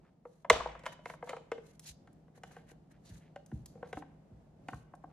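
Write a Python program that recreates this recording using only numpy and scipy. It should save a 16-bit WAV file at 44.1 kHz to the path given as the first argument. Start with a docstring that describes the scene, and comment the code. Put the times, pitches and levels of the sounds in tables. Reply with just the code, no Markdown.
"""Quiet room noise with a low wavering hum comes first, then finger scuffs and light rattles of a grill's lid.
The plastic latch of this sandwich grill snaps open on a stone counter, and the lid rattles on in its catch.
Then the lid is lifted, and its hinges and housing knock as it settles upright; a hand and sleeve brush past.
Blows are sums of fading tones plus noise bursts; rubbing and room noise are shaped noise.
Nearby surfaces echo the rattles and knocks, and a small hard kitchen rings behind it all."""
import sys
import numpy as np
from scipy import signal
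from scipy.fft import rfft, irfft, next_fast_len
from scipy.io import wavfile
from scipy.ndimage import map_coordinates

SR = 44100
rng = np.random.default_rng(int(sys.argv[2]) if len(sys.argv) > 2 else 0)


def transcribe(signal):
    """Save signal, clipped to [-1, 1], as a 16-bit WAV file at the path in sys.argv[1]."""
    frames = np.atleast_2d(signal).T
    limited = np.clip(frames, -1, 1)
    pcm = np.round(limited * 32767).astype(np.int16)
    wavfile.write(sys.argv[1], SR, pcm)


N = 226094
T = np.arange(SR // 2) / SR  # half a second of time, for single sounds

# In these tables, t60/s is the time a sound takes to fade by 60 dB. Levels of tones and colours are relative.
# room noise over time: [t/s, level/dB]
AIR_LEVEL = [(0.0, -63.5), (0.2, -67), (0.45, -68), (0.7, -62), (1.76, -62), (3.11, -61.5), (3.77, -59.5),
             (4.44, -61.5), (5.13, -60.5)]
# how the room noise is spread over pitch: [f/Hz, level/dB]
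AIR_COLOUR = [(20, -36), (50, -8.5), (100, -11.5), (165, -3), (250, -10.5), (400, -17.5), (700, -18),
              (1100, -31), (2000, -39), (3500, -44.5), (7000, -48), (13000, -54.5)]
# how alike left and right are in spread-out sound: [f/Hz, likeness from -1 to 1]
LEFT_RIGHT_LIKENESS = [(100, 0.99), (300, .85), (700, 0.31), (2000, .2), (7000, -0.098), (13000, -.6)]
# fingers scuffing the lid and handle: [start t/s, level/dB, length/s, centre f/Hz]
SCUFFS = [(.02, -72.5, 0.086, 1340), (1.841, -58.5, 0.076, 4800), (2.51, -71, .12, 1800),
          (2.661, -74, 0.073, 1895), (2.919, -75, 0.064, 1587), (3.039, -68, 0.077, 4390),
          (3.188, -73.5, .12, 1897), (3.837, -67.5, 0.028, 1403), (3.884, -73, .022, 1500),
          (5.085, -73, .07, 1193)]
# lid rattling in its catch: [t/s, level/dB, low edge f/Hz, brightness/dB per octave, panel f/Hz, panel level/dB]
RATTLES = [(.253, -51, 510, -9.5, 485, -41.5), (.447, -42, 650, -7, 547, -46.5),
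           (.529, -32, 520, 1, 510, -44), (.551, -40, 800, -6, 520, -53), (.563, -37, 700, -9, 610, -35),
           (.605, -34.5, 950, -21, 493, -41.5), (.658, -33.5, 890, -19, 499, -36.5),
           (.692, -52, 910, -8, 530, -62), (.751, -46.5, 626, -5, 503, -54.5),
           (.793, -59, 630, 3, 517, -54), (.836, -54.5, 590, 1, 516, -50.5),
           (.857, -44.5, 700, 1, 527, -49), (.863, -34.5, 682, 1, 537, -46),
           (.99, -60.5, 652, -10, 605, -50.5), (1.057, -39.5, 674, -2, 458, -48),
           (1.099, -42.5, 716, -2, 496, -52), (1.137, -48, 630, -7.5, 522, -53),
           (1.226, -40.5, 594, -9, 481, -37), (1.273, -49.5, 560, -11, 493, -51),
           (1.293, -41.5, 760, 4, 529, -36.5), (1.305, -45.5, 566, -2, 529, -40),
           (1.331, -39, 900, -9, 458.6, -37), (1.366, -46.5, 582, -2, 506, -43),
           (1.517, -37.5, 752.5, -1.5, 452, -27.5), (1.58, -55.5, 720, -3.5, 473, -43)]
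# tones of the closed shell: [f/Hz, level/dB, t60/s]
SHELL_TONES = [(680, -2, .045), (962, 0, .04), (1130, -5, .03), (1545, -9, .035), (1810, -11, .03),
               (2085, -7, .035), (2400, -17, .024), (3020, -19, .05)]
# noisy edge of each rattle and knock: [f/Hz, level/dB]
CONTACT_COLOUR = [(150, 6.5), (600, 13.0), (2000, 10.0), (2600, 4.5),
                  (4500, -6.5), (7000, -6.5), (9000, -10), (14000, -18.5)]
# strokes of hand and sleeve: [t/s at the height, hiss level/dB, dull rub over the hiss/dB, length/s]
STROKES = [(0.341, -82.5, -3, 0.17), (0.869, -69.5, 19.5, 0.041), (.928, -64, 10, 0.017),
           (1.1, -68.5, 6.5, 0.088), (1.273, -68.5, 1, 0.084), (1.682, -77.5, -1, 0.14),
           (1.875, -56, -17, 0.072), (2.37, -78.5, 9.5, 0.048), (2.527, -77, 8, 0.17),
           (2.699, -74, 6.5, 0.05), (2.914, -74.5, 2.5, 0.023), (3.068, -69, -6, 0.036),
           (3.12, -70.5, 2.5, 0.15), (3.562, -78, -12, 0.098), (3.886, -76.5, -0.5, 0.053),
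           (3.975, -69, -24, 0.063), (4.738, -73, -23, 0.13), (4.943, -88, 10, 0.015),
           (5.037, -89, 15, 0.019)]
# colour of the dull rub: [f/Hz, level/dB]
RUB_COLOUR = [(300, 7.5), (700, 9.5), (1300, 7), (1750, 15), (2400, 2), (3100, -1), (4500, -25.5),
              (9000, -11.5)]
# colour of the hiss: [f/Hz, level/dB]
HISS_COLOUR = [(1200, -19), (2500, -5), (3700, -4), (4100, 0), (5000, -6.5), (6400, 0.5), (8000, -5),
               (10000, -3.5), (12400, -8), (13500, -13.5)]
# small dry ticks of plastic: [t/s, level/dB]
TICKS = [(0.4988, -29), (.864, -65), (1.292, -56), (1.7953, -40.5), (2.1296, -62.5), (2.915, -67),
         (3.4617, -50), (3.6589, -41), (4.952, -59)]
# colour of a tick: [f/Hz, level/dB]
TICK_COLOUR = [(1000, -15), (3000, -14.5), (7000, -5.5), (12000, -5.5), (15000, -1.5)]
# catch snapping free, then the lid jumping against it: [t/s, level/dB, lowest f/Hz, highest f/Hz, free ring/s]
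SNAPS = [(0.499, -3.5, 648, 14800, .0083), (0.5053, -2.5, 359.5, 1133, .0011)]
# tones of the latch and handle, before the choke: [f/Hz, level/dB, t60/s]
LATCH_TONES = [(482, 4.3, .065), (631, -3, .044), (889, -9.5, .03), (1005, -4, .036), (1116, -.5, .031),
               (1425, -10.5, .04), (1720, -9.5, .03), (2095, 1.5, .045), (2215, -4.5, .022),
               (2400, -7, .026), (2859, -20, .018), (3560, -9.5, .026), (3950, -8, .016), (6100, -16, .02)]
# the latch's crack: [f/Hz, level/dB]
LATCH_CRACK_COLOUR = [(300, -26.5), (900, -7), (2500, -0.5), (4000, -7.5), (5000, -11), (7000, -6),
                      (10000, -18), (14000, -15)]
# the snap as it spreads into the room: [f/Hz, level/dB]
BURST_COLOUR = [(200, -20.5), (330, -16), (480, 3.5), (1100, 4.5), (1800, .5), (3300, -6.5), (4800, -17),
                (6500, -17), (9000, -23.5), (13000, -38.5)]
# dull bumps of the grill's weight on the counter: [t/s, level/dB, pitch as a share of the usual]
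BUMPS = [(0.5, -34.5, 1.86), (0.503, -32, 0.59), (1.883, -45, 0.53), (3.098, -39, 0.79), (3.523, -27, 1),
         (3.94, -41, 0.64), (4.311, -42, 0.84), (4.724, -35.5, 0.98)]
# tones of the grill on its feet: [f/Hz at the usual pitch, level/dB, t60/s]
FEET_TONES = [(79, -12.5, 0.23), (130, 4, 0.051), (210, -5, .07), (296, -9.5, 0.057)]
# jolts that reach the metal cooking plate: [t/s, level/dB]
JOLTS = [(.501, -44.5), (0.862, -59), (1.52, -64), (2.434, -73), (3.928, -67)]
# tones of the plate: [f/Hz, level/dB, t60/s]
PLATE_TONES = [(1534, -12, .14), (1814, -14, .12), (2907, -1, .17), (2985, -4, .26), (3100, -7, .14),
               (3540, -6, .18), (3890, -11, .15)]
# loose parts chattering after a jolt: [t/s, level/dB, length/s]
CHATTER = [(0.514, -32.5, 0.22), (0.87, -49, 0.12), (1.266, -47.5, 0.17), (2.508, -66, 0.18),
           (3.849, -60.5, 0.078)]
# gritty noise of one chatter touch: [f/Hz, level/dB]
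GRIT_COLOUR = [(200, -22.5), (450, 4.5), (1100, 7), (2200, -3.5), (4000, -9), (7000, -18.5), (13000, -36.5)]
# hinge and housing knocks: [t/s, level/dB, low edge f/Hz, brightness/dB per octave, panel f/Hz, panel level/dB]
KNOCKS = [(2.074, -61, 942, -1.5, 460, -63.5), (2.281, -66, 509.3, -4.5, 451.7, -59.5),
          (2.376, -62, 600, -11, 459.3, -55.5), (2.435, -46.5, 755, 2.5, 462, -50.5),
          (2.511, -59.5, 967, -4, 466.4, -66), (2.566, -51, 835, -1.5, 470, -46.5),
          (2.715, -62.5, 600, 0.5, 457.6, -52.5), (3.36, -47, 519, -1.5, 565, -40),
          (3.516, -57, 1096, -4, 300.3, -59), (3.754, -66, 467, -11, 480, -44.5),
          (3.776, -64, 603, -8.5, 481, -53), (3.828, -44, 519, -10, 483, -34.5),
          (3.929, -41, 620, -1, 441, -36), (3.971, -42, 474, -6, 293, -34.5),
          (4.022, -47.5, 920, -10, 353, -61), (4.685, -39.5, 606, -1.5, 275, -40),
          (4.732, -43.5, 1237, -12, 454, -47.5), (4.937, -48.5, 720, -15, 322.5, -52.5),
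          (5.039, -46, 787, -18.5, 300, -51)]
# tones of the open housing: [f/Hz, level/dB, t60/s]
HOUSING_TONES = [(610, -6, .02), (738, 1, .034), (1090, -5, .022), (1300, -9, .014), (1525, -2, .022),
                 (1770, -7, .018), (2100, -16, .016), (2440, -19, .016), (2830, -16, .032)]
# echoes off the counter and nearby surfaces: [delay t/s, level/dB]
ECHOES = [(.0038, -17), (0.0126, -15.5), (0.0171, -22.5), (.029, -27)]
# how long the kitchen rings at each pitch: [f/Hz, t60/s]
KITCHEN_T60 = [(60, 1), (200, 0.53), (600, 0.38), (2000, 0.81), (4000, 0.38), (8000, 0.44), (14000, 0.17)]
# how loudly the kitchen answers: [f/Hz, level/dB]
KITCHEN_LEVEL = [(60, -10.5), (300, -5.5), (700, -12), (2000, -17), (4000, -4.5), (12000, -15)]
# the two microphone ports are shaded differently: [f/Hz, left minus right/dB]
PORT_SHADE = [(60, -1), (110, 0), (200, 0.5), (330, -0.8), (500, 1.4), (660, 3.5), (1210, 1), (2210, -1.5),
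              (4020, -5), (7330, 0), (13400, 1.5)]

HUM_HZ, HUM_DB = 156, -2.5  # an appliance's tone; its level goes with the room noise
SLIPS_PER_S, SCUFF_Q = 2500, 1.1  # how densely skin catches; how narrow the rubbed part's resonance is
CONTACT_Q, BRIGHT_FROM_HZ = 1.2, 990  # how sharply a contact picks its ring; where hardness starts to count
PANEL_DELAY_S, PANEL_ATTACK_S = .002, 0.00053  # the broad panel starts to swing after the contact
PANEL_FREE_S, PANEL_DAMP_DB = .026, -9  # the panel swings freely, then is damped
RISE_SHARE = 0.43  # the part of a stroke spent swelling
GRIP_DB, GRIP_KNOTS_PER_S = 3.8, 120  # depth and rate of catching and slipping in the rub
GRAIN_DB, GRAIN_KNOTS_PER_S = 3.6, 130  # the same in the hiss
SNAP_ATTACK_S = 0.00051  # the catch takes a moment to slide off its lip
SEAT_DB = -12.5  # the handle lands on its seat soon after each blow, which chokes its ring
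SHUDDER_HZ, SHUDDER_RELATIVE_DB, SHUDDER_S = 54, -53.5, 0.24  # the grill keeps rocking after the snap
CHATTER_FADE_DB, CHATTER_SPREAD_DB = 22, 10  # loss over one bout; range of sizes
CHATTER_RING_DB = -5  # the shell under the grit
TOP_HZ = 14000


def amp(db):
    """Turn decibels into a gain."""
    return 10 ** (np.asarray(db) / 20)


def unit(x):
    """Scale to an average strength (rms) of 1."""
    return x / np.sqrt(np.mean(x ** 2) + 1e-20)


def along(points, hz):
    """Read values between (Hz, value) points on a log pitch axis."""
    f, v = np.transpose(points)
    return np.interp(np.log(hz + 1), np.log(f), v)


def curve(rows, **ends):
    """Turn (s, value) rows into one value per sample."""
    return np.interp(np.arange(N) / SR, *np.transpose(rows), **ends)


def wobble(rate):
    """A smooth random curve with rate random points a second."""
    knots = rng.standard_normal(int(N * rate / SR) + 4)
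    return map_coordinates(knots, [np.arange(N) * rate / SR])


def filtered(x, response):
    """Change the strength and timing of each pitch in x by a response to frequency."""
    n = x.shape[-1]
    m = next_fast_len(n + 8192)  # room for the tail
    return irfft(rfft(x, m) * response(np.fft.rfftfreq(m, 1 / SR)), m)[..., :n]


def add(track, s, sound):
    """Mix a sound in at time s."""
    part = track[round(s * SR):][:len(sound)]
    part += sound[:len(part)]


def spread(hz):
    """Shares of middle and side sound that give the wanted left-right likeness."""
    turn = np.arccos(np.clip(along(LEFT_RIGHT_LIKENESS, hz), -1, 1)) / 2
    return np.array([np.cos(turn), np.sin(turn)])


def noise(colour):
    """Spread-out stereo noise of rms 1."""
    raw = rng.standard_normal((2, N))
    mid, side = filtered(raw, lambda hz: amp(along(colour, hz)) * spread(hz))
    return unit(np.array([mid + side, mid - side]))


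def ring(tones, scatter_db, detune):
    """A struck part sounds as fading tones, with strengths and pitches a little different each time."""
    out = np.zeros(len(T))
    for hz, db, t60 in tones:
        level_chance, pitch_chance = rng.standard_normal(2)
        fade = amp(db + scatter_db * level_chance - 60 * T / t60)
        out += fade * np.sin(2 * np.pi * hz * (1 + detune * pitch_chance) * T)
    return out


def crack(colour, t60):
    """A burst of fading noise stands for countless short-lived tones."""
    burst_noise = unit(filtered(rng.standard_normal(len(T)), lambda hz: amp(along(colour, hz))))
    return burst_noise * amp(-60 * T / t60)


def radiated(x, cut_hz):
    """Small parts give off little bass."""
    return filtered(x, lambda hz: (1j * hz) ** 2 / (cut_hz ** 2 - hz ** 2 + 1j * hz * cut_hz))


def dispersed(x, delay, knee_hz):
    """The bass trails the treble by up to delay seconds, so each click drops in pitch."""
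    return filtered(x, lambda hz: np.exp(-2j * np.pi * delay * knee_hz * np.arctan(hz / knee_hz)))


def background():
    """Low room noise drifts in level under a wavering appliance hum."""
    phase = 2 * np.pi * HUM_HZ * np.arange(N) / SR + .5 * wobble(5)
    hum = np.sin(phase) * amp(2 * wobble(5))
    air = amp(.8 * wobble(9)) * noise(AIR_COLOUR)
    return amp(curve(AIR_LEVEL)) * (air + amp(HUM_DB) * hum)


def scuffs():
    """Fingers drag on the lid: a swell of tiny slips, pitched by the part that they rub."""
    out = np.zeros(N)
    for s, db, length, centre_hz in SCUFFS:
        slips = rng.standard_normal(len(T)) * (rng.random(len(T)) < SLIPS_PER_S / SR)

        def resonance(hz):
            through = 1j * hz * centre_hz
            return (through / (SCUFF_Q * (centre_hz ** 2 - hz ** 2) + through)) ** 2

        rubbed = unit(filtered(slips, resonance))
        swell = np.sin(np.pi * np.clip(T / length, 0, 1))
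        add(out, s, amp(db) * rubbed * swell)
    return out


def voiced(blow, db, ring_hz, brightness_db, span):
    """The point of contact picks the low ring, its hardness the treble; db is the rms over span seconds."""
    def contact(hz):
        picked = (1j * hz) ** 2 / (ring_hz ** 2 - hz ** 2 + 1j * hz * ring_hz / CONTACT_Q)
        octaves = np.log2(np.clip(hz, BRIGHT_FROM_HZ, 7000) / BRIGHT_FROM_HZ)
        return picked * amp(brightness_db * octaves)

    blow = filtered(blow, contact)
    return amp(db) * blow * np.sqrt(span * SR) / np.linalg.norm(blow)


def contacts(events, tones, crack_db, crack_t60, delay, span, lead, detune, scatter_db, panel_t60):
    """Light blows of plastic ring the same tones at new strengths, over a hollow panel note that shifts."""
    out = np.zeros(N)
    attack = 1 - np.exp(-T / .0006)
    swing = (1 - np.exp(-T / PANEL_ATTACK_S)) * amp(-60 * T / panel_t60)
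    swing *= amp(PANEL_DAMP_DB * np.clip((T - PANEL_FREE_S) / .006 + .5, 0, 1))
    for s, db, ring_hz, brightness_db, panel_hz, panel_db in events:
        edge = crack(CONTACT_COLOUR, crack_t60)
        blow = (ring(tones, scatter_db, detune) + amp(crack_db) * edge) * attack
        blow = dispersed(radiated(blow, cut_hz=170), delay, knee_hz=900)
        # start early by lead seconds, as the lower pitches come late
        add(out, s - lead, voiced(blow, db, ring_hz, brightness_db, span))
        panel = swing * np.sin(2 * np.pi * panel_hz * T)
        add(out, s + PANEL_DELAY_S, amp(panel_db) * panel)
    return out


def rattles():
    """The loose lid taps in its catch and rings the closed shell."""
    return contacts(RATTLES, SHELL_TONES, crack_db=3, crack_t60=0.033, delay=0.003, span=0.008,
                    lead=0.00087, detune=0.012, scatter_db=2.5, panel_t60=.08)


def brushing():
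    """Skin and cloth slide in uneven strokes that swell quickly and trail away."""
    t = np.arange(N) / SR
    power = np.zeros((2, N))  # the rub, then the hiss
    for s, hiss_db, rub_db, length in STROKES:
        rise, fall = RISE_SHARE * length, (1 - RISE_SHARE) * length
        distance = np.where(t < s, (s - t) / rise, (t - s) / fall)
        power += amp([[hiss_db + rub_db], [hiss_db]]) ** 2 * np.exp(-2 * distance ** 2)
    rub, hiss = np.sqrt(power)
    grip = amp(GRIP_DB * wobble(GRIP_KNOTS_PER_S))
    grain = amp(GRAIN_DB * wobble(GRAIN_KNOTS_PER_S))
    return rub * grip * noise(RUB_COLOUR) + hiss * grain * amp(3.5) * noise(HISS_COLOUR)


def ticks():
    """Tiny slips of plastic are too brief to ring the shell."""
    out = np.zeros(N)
    for s, db in TICKS:
        add(out, s, amp(db) * crack(TICK_COLOUR, t60=0.028))
    return out


def latch():
    """The catch slips off its lip: the handle rings under a sharp crack, then clunks onto its seat."""
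    out = np.zeros(N)
    attack = 1 - np.exp(-T / SNAP_ATTACK_S)
    for s, db, low_hz, high_hz, free_s in SNAPS:
        choke = amp(SEAT_DB * np.clip((T - free_s) / .002 + .5, 0, 1))
        handle = choke * ring(LATCH_TONES, scatter_db=1, detune=0.0027)
        blow = amp(-7.0) * handle + amp(-13.5) * crack(LATCH_CRACK_COLOUR, t60=0.033)
        blow = radiated(attack * blow, low_hz)
        # the softer the contact, the less treble it wakes
        blow = filtered(blow, lambda hz: (1 + (hz / high_hz) ** 8) ** -.5)
        add(out, s, amp(db) * blow)
    return dispersed(radiated(out, cut_hz=660), delay=0.0086, knee_hz=577)


def burst():
    """The whole lid passes the snap on to the room as one short push."""
    push = np.zeros(N)
    push[round(SNAPS[0][0] * SR)] = 1
    push = filtered(push, lambda hz: amp(along(BURST_COLOUR, hz)))
    return amp(10.5) * push / np.linalg.norm(push)


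def bumps():
    """Soft, heavy contacts give only a low thud; the snap also leaves the grill rocking."""
    out = np.zeros(N)
    attack = 1 - np.exp(-T / 0.0025)
    for s, db, pitch in BUMPS:
        tones = np.array(FEET_TONES) * [pitch, 1, 1]
        add(out, s, amp(db) * attack * ring(tones, scatter_db=0.85, detune=0.0067))
    rocking = np.sin(2 * np.pi * SHUDDER_HZ * T) * np.exp(-(T / SHUDDER_S) ** 6)
    add(out, SNAPS[0][0], amp(SHUDDER_RELATIVE_DB) * attack * rocking)
    return amp(-0.5) * dispersed(radiated(out, cut_hz=60), delay=.035, knee_hz=94.3)


def plate():
    """The metal plate sings on faintly after a few of the blows."""
    out = np.zeros(N)
    for s, db in JOLTS:
        add(out, s, amp(db) * ring(PLATE_TONES, scatter_db=3.5, detune=.003))
    return out


def chatter():
    """After a jolt the loose parts touch many times at a few points, on the whole ever more lightly."""
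    out = np.zeros(N)
    for s, db, length in CHATTER:
        for touches in rng.random((5, 8, 2)):  # five points, eight touches each
            shell = ring(SHELL_TONES, scatter_db=3.5, detune=.015)
            touch = crack(GRIT_COLOUR, t60=.018) + amp(CHATTER_RING_DB) * shell
            for when, size in touches:
                touch_db = db - CHATTER_FADE_DB * when - CHATTER_SPREAD_DB * size
                add(out, s + when * length, amp(touch_db) * touch)
    return out


def knocks():
    """Hinges and housing knock as the lid swings, and ring the open housing."""
    return contacts(KNOCKS, HOUSING_TONES, crack_db=-1, crack_t60=.027, delay=.0022, span=.0084,
                    lead=.0006, detune=.015, scatter_db=2, panel_t60=.05)


def echoed(x):
    """Nearby hard surfaces repeat each knock."""
    out = x.copy()
    for s, db in ECHOES:
        add(out, s, amp(db) * x)
    return out


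def kitchen(x):
    """Hard walls answer with a swell over a few milliseconds, then each pitch fades at its own pace."""
    hz, t, z = signal.stft(rng.standard_normal((2, SR * 3 // 4)), SR, nperseg=256)
    fade = amp(-60 * t / along(KITCHEN_T60, hz)[:, None]) * np.clip(t / 0.025, 0, 1)
    strength = np.sqrt(np.mean(fade ** 2, axis=1) * t[-1] * SR)
    fade *= (amp(along(KITCHEN_LEVEL, hz)) / strength)[:, None]
    mid, side = signal.istft(z * fade * spread(hz)[:, :, None], SR, nperseg=256)[1]
    answer = np.array([mid + side, mid - side])
    return signal.fftconvolve(x[None], answer, axes=1)[:, :N]


def ports(x, lag):
    """Sound reaches the left microphone port lag seconds before the right, and is shaded differently."""
    def heard(side):
        return filtered(x, lambda hz: amp(side * along(PORT_SHADE, hz) / 2) * np.exp(1j * np.pi * hz * lag * side))

    return np.array([heard(1), heard(-1)])


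def scene():
    """The grill sounds in front of the microphones, in its room."""
    snap = latch()
    handling = echoed(rattles() + knocks()) + scuffs() + ticks() + bumps() + plate() + chatter()
    # the handle rings right by the microphones and puts little into the room
    room = kitchen(handling + amp(-9.0) * snap + burst())
    return ports(snap + handling, lag=3.6e-5) + room + brushing() + background()


def record(dry):
    """A steep filter removes what lies above the top frequency."""
    return filtered(dry, lambda hz: 1 / (1 + (hz / TOP_HZ) ** 60))


dry = scene()
out = record(dry)
transcribe(out)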